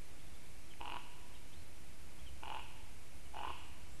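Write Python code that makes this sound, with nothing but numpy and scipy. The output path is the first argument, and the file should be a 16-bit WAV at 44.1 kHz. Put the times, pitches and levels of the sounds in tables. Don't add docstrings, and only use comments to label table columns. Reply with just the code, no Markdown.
import sys
import numpy as np
from scipy import signal
from scipy.fft import rfft, irfft
from scipy.io import wavfile
from scipy.ndimage import uniform_filter1d

SR = 44100
rng = np.random.default_rng(int(sys.argv[2]) if len(sys.argv) > 2 else 0)


def dump(signal):
    limited = np.clip(np.atleast_2d(signal).T, -1, 1)
    pcm = np.round(limited * 32767).astype(np.int16)
    wavfile.write(sys.argv[1], SR, pcm)


N = 176400


def undb(db):
    return 10 ** (np.asarray(db) / 20)


def unit(x):
    return x / np.sqrt(np.mean(x ** 2))


def add(out, start, sound):
    i = int(np.clip(start * SR, 0, N - 1))
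    out[i:i + len(sound)] += sound[:N - i]


def noise(points):
    hz, db = np.array(points, float).T
    bins_hz = np.maximum(np.fft.rfftfreq(N, 1 / SR), 1)
    gain = undb(np.interp(np.log(bins_hz), np.log(hz), db, left=-100, right=-100))
    return unit(irfft(rfft(rng.standard_normal(N)) * gain, N))


# frequency in Hz, relative level in dB.
HISS_SPECTRUM = [(88, -15), (150, -2.5), (171, -2), (265, -4), (296, -5), (336, -2.5), (404, -8),
                 (713, -9.5), (1130, -13), (1850, -13.5), (2260, -9.5), (2870, -13.5), (3390, -17),
                 (12000, -19), (15600, -53), (22000, -120)]
RUMBLE_SPECTRUM = [(4, -4), (12, -1), (26, -3), (38, -6.5), (80, -5.5), (110, -13.5), (150, -14.5),
                   (220, -55.5)]


def forest_air():
    return undb(-60.5) * noise(HISS_SPECTRUM) + undb(-57) * noise(RUMBLE_SPECTRUM)


# time in seconds, level in dB.
DRONE_LEVELS = [(0, -76), (1.15, -89), (1.4, -63), (3.0, -61.5), (4.0, -65.5)]


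def drone(hz=68.4, skirt_hz=6.8):
    hum = noise([(hz - skirt_hz, -25), (hz, 0), (hz + skirt_hz, -25)])
    level_db = np.interp(np.arange(N) / SR, *np.array(DRONE_LEVELS).T)
    return undb(level_db) * hum


# start and length in seconds, first and last pitch in Hz, level in dB.
FAR_CHIRPS = [(0.193, 0.021, 3330, 3670, -67), (.26, .025, 3430, 3750, -70),
              (0.338, 0.022, 3320, 3770, -66), (0.441, 0.033, 3280, 3970, -70),
              (0.702, .033, 3200, 2870, -59), (1.339, 0.041, 3250, 2520, -62),
              (1.345, 0.022, 3770, 3580, -64), (1.52, .035, 3030, 3960, -63),
              (1.559, 0.06, 3960, 4510, -69), (2.183, .03, 3300, 3370, -65),
              (2.261, 0.036, 3200, 2720, -56.5), (3.25, 0.023, 3150, 2750, -66),
              (3.572, .13, 7400, 7850, -72), (3.9, 0.085, 7470, 7850, -69)]


def small_birds(waver_depth=0.028):
    out = np.zeros(N)
    for start, length, from_hz, to_hz, db in FAR_CHIRPS:
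        along = np.linspace(0, 1, int(length * SR))
        waver = unit(uniform_filter1d(rng.standard_normal(SR), size=120))[:len(along)]
        hz = (from_hz + (to_hz - from_hz) * along ** 1.32) * (1 + waver_depth * waver)
        arch = np.sqrt(4 * along * (1 - along))
        add(out, start, undb(db) * arch * np.sin(2 * np.pi * np.cumsum(hz) / SR))
    return out


# low and high band edge in Hz, time to fall 60 dB in seconds, level in dB.
TRUNK_TAIL = [(200, 670, 0.93, -12.5), (600, 1600, 1.26, -9), (1930, 7900, 1.1, -1.5)]


def tree_scatter(calls, near_delay_s=0.0065, build_s=0.0052):
    t = np.arange(2 * SR) / SR
    near = t * np.exp(-t / near_delay_s)
    response = undb(-8.5) * rng.standard_normal(len(t)) * near / np.sqrt(np.sum(near ** 2))
    for low_hz, high_hz, t60, db in TRUNK_TAIL:
        band = signal.butter(3, [low_hz, high_hz], "band", fs=SR, output="sos")
        echoes = signal.sosfilt(band, rng.standard_normal(len(t)))
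        fade = np.exp(-np.log(1000) * t / t60) * (1 - np.exp(-t / build_s))
        response += undb(db) * echoes * fade / np.sqrt(np.sum(fade ** 2))
    return signal.fftconvolve(calls, response)[:N]


RISE_S = .003


def ring(t, hz, width_hz, lag_s_per_hz=1.3e-7):
    since = t - RISE_S - lag_s_per_hz * hz
    age = np.pi * width_hz * since
    envelope = np.exp(-np.logaddexp(-3 * age, age))
    return envelope * np.cos(2 * np.pi * hz * since)


def twig(at_s=.7372):
    out = np.zeros(N)
    tick = ring(np.arange(SR // 20) / SR, hz=2200, width_hz=700)
    add(out, at_s - RISE_S, undb(-40) * tick)
    return out


def air_pulse(resonances, rasp_db=-8, rasp_decay_s=0.003):
    t = np.arange(SR // 40) / SR
    trail = np.exp(-t / rasp_decay_s) * np.sqrt(2 / (rasp_decay_s * SR))
    push = undb(rasp_db) * rng.standard_normal(len(t)) * trail
    push[0] += 1
    throat = sum(undb(db) * ring(t, hz, width) for hz, width, db in resonances)
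    return signal.fftconvolve(push, throat)[:len(t)]


# frequency and width in Hz, gain in the snap and in the opening in dB.
THROAT_RESONANCES = [(344, 59, -18.5, -19.5), (500, 140, -25, -21), (643, 95, -26, -22.5),
                     (1100, 200, -25, -20), (1437, 186, -14.5, -27), (1830, 380, -19.5, -21.5),
                     (2464, 340, -13.5, -16), (2770, 316, -7, -22.5), (3210, 410, -14.5, -29),
                     (4050, 770, -20, -18.5)]


def syrinx_beat(main_hz, tuning):
    snap, opening = [(main_hz, 207, 0)], [(main_hz, 116, -3.5)]
    for hz, width, snap_db, opening_db in THROAT_RESONANCES:
        snap.append((hz * tuning, width, snap_db))
        opening.append((hz * tuning, width, opening_db))
    return air_pulse(snap), air_pulse(opening)


def croak(rate, start, db, swell_db, from_hz, to_hz, tuning, second_db, last_db, beats=8):
    opening_lead_s, opening_swell_db = .007, 6.5
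    snap_jitter_s, opening_jitter_s, shimmer_db = .00008, .00019, 1.14
    out = np.zeros(N)
    for k, chance in enumerate(rng.standard_normal((beats, 4))):
        along, last = k / (beats - 1), k == beats - 1
        when = start - RISE_S + k / rate + .003 * last
        snap, opening = syrinx_beat(from_hz + (to_hz - from_hz) * along, tuning)
        held_back = (1 - along) ** 2
        beat_db = db - swell_db * held_back + last_db * last
        snap_db = beat_db + second_db * (k == 1) + shimmer_db * chance[1]
        opening_db = beat_db - opening_swell_db * held_back + shimmer_db * chance[3]
        add(out, when + snap_jitter_s * chance[0], snap * undb(snap_db))
        add(out, when - opening_lead_s + opening_jitter_s * chance[2], opening * undb(opening_db))
    return out


# first snap in seconds, full level and swell in dB,
# main resonance at start and end in Hz, throat tuning as a ratio, then gains in dB for the second snap,
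# the last beat, the direct treble and the treble sent into the trees.
RAVEN_CROAKS = [(0.8129, -32.5, 0.5, 915, 980, 1.005, -10, 0.5, 1.5, -1),
                (2.4342, -32.5, 1.5, 893, 915, 1, -4, -6.5, -0.5, 1),
                (3.3458, -29, 7, 820, 1006, 1.024, 1.5, -2.5, -8, 1.5)]
BEAT_RATES = (46.2, 44.4, 45.2)


def raven():
    direct, spread = np.zeros(N), np.zeros(N)
    highpass = signal.butter(4, 1900, "high", fs=SR, output="sos")
    for rate, (*shape, direct_db, spread_db) in zip(BEAT_RATES, RAVEN_CROAKS):
        call = croak(rate, *shape)
        treble = signal.sosfiltfilt(highpass, call)
        direct += call + (undb(direct_db) - 1) * treble
        spread += call + (undb(spread_db) - 1) * treble
    return direct, spread


def scene():
    raven_direct, raven_spread = raven()
    birds = small_birds()
    echoes = tree_scatter(raven_spread + undb(-5) * birds)
    return (forest_air() + drone() + birds + echoes + twig() + raven_direct)[None]


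def record(dry, top_hz=12100, offset=.0125):
    lowpass = signal.ellip(10, .2, 70, top_hz, fs=SR, output="sos")
    return signal.sosfilt(lowpass, dry) + offset


dry = scene()
out = record(dry)
dump(out)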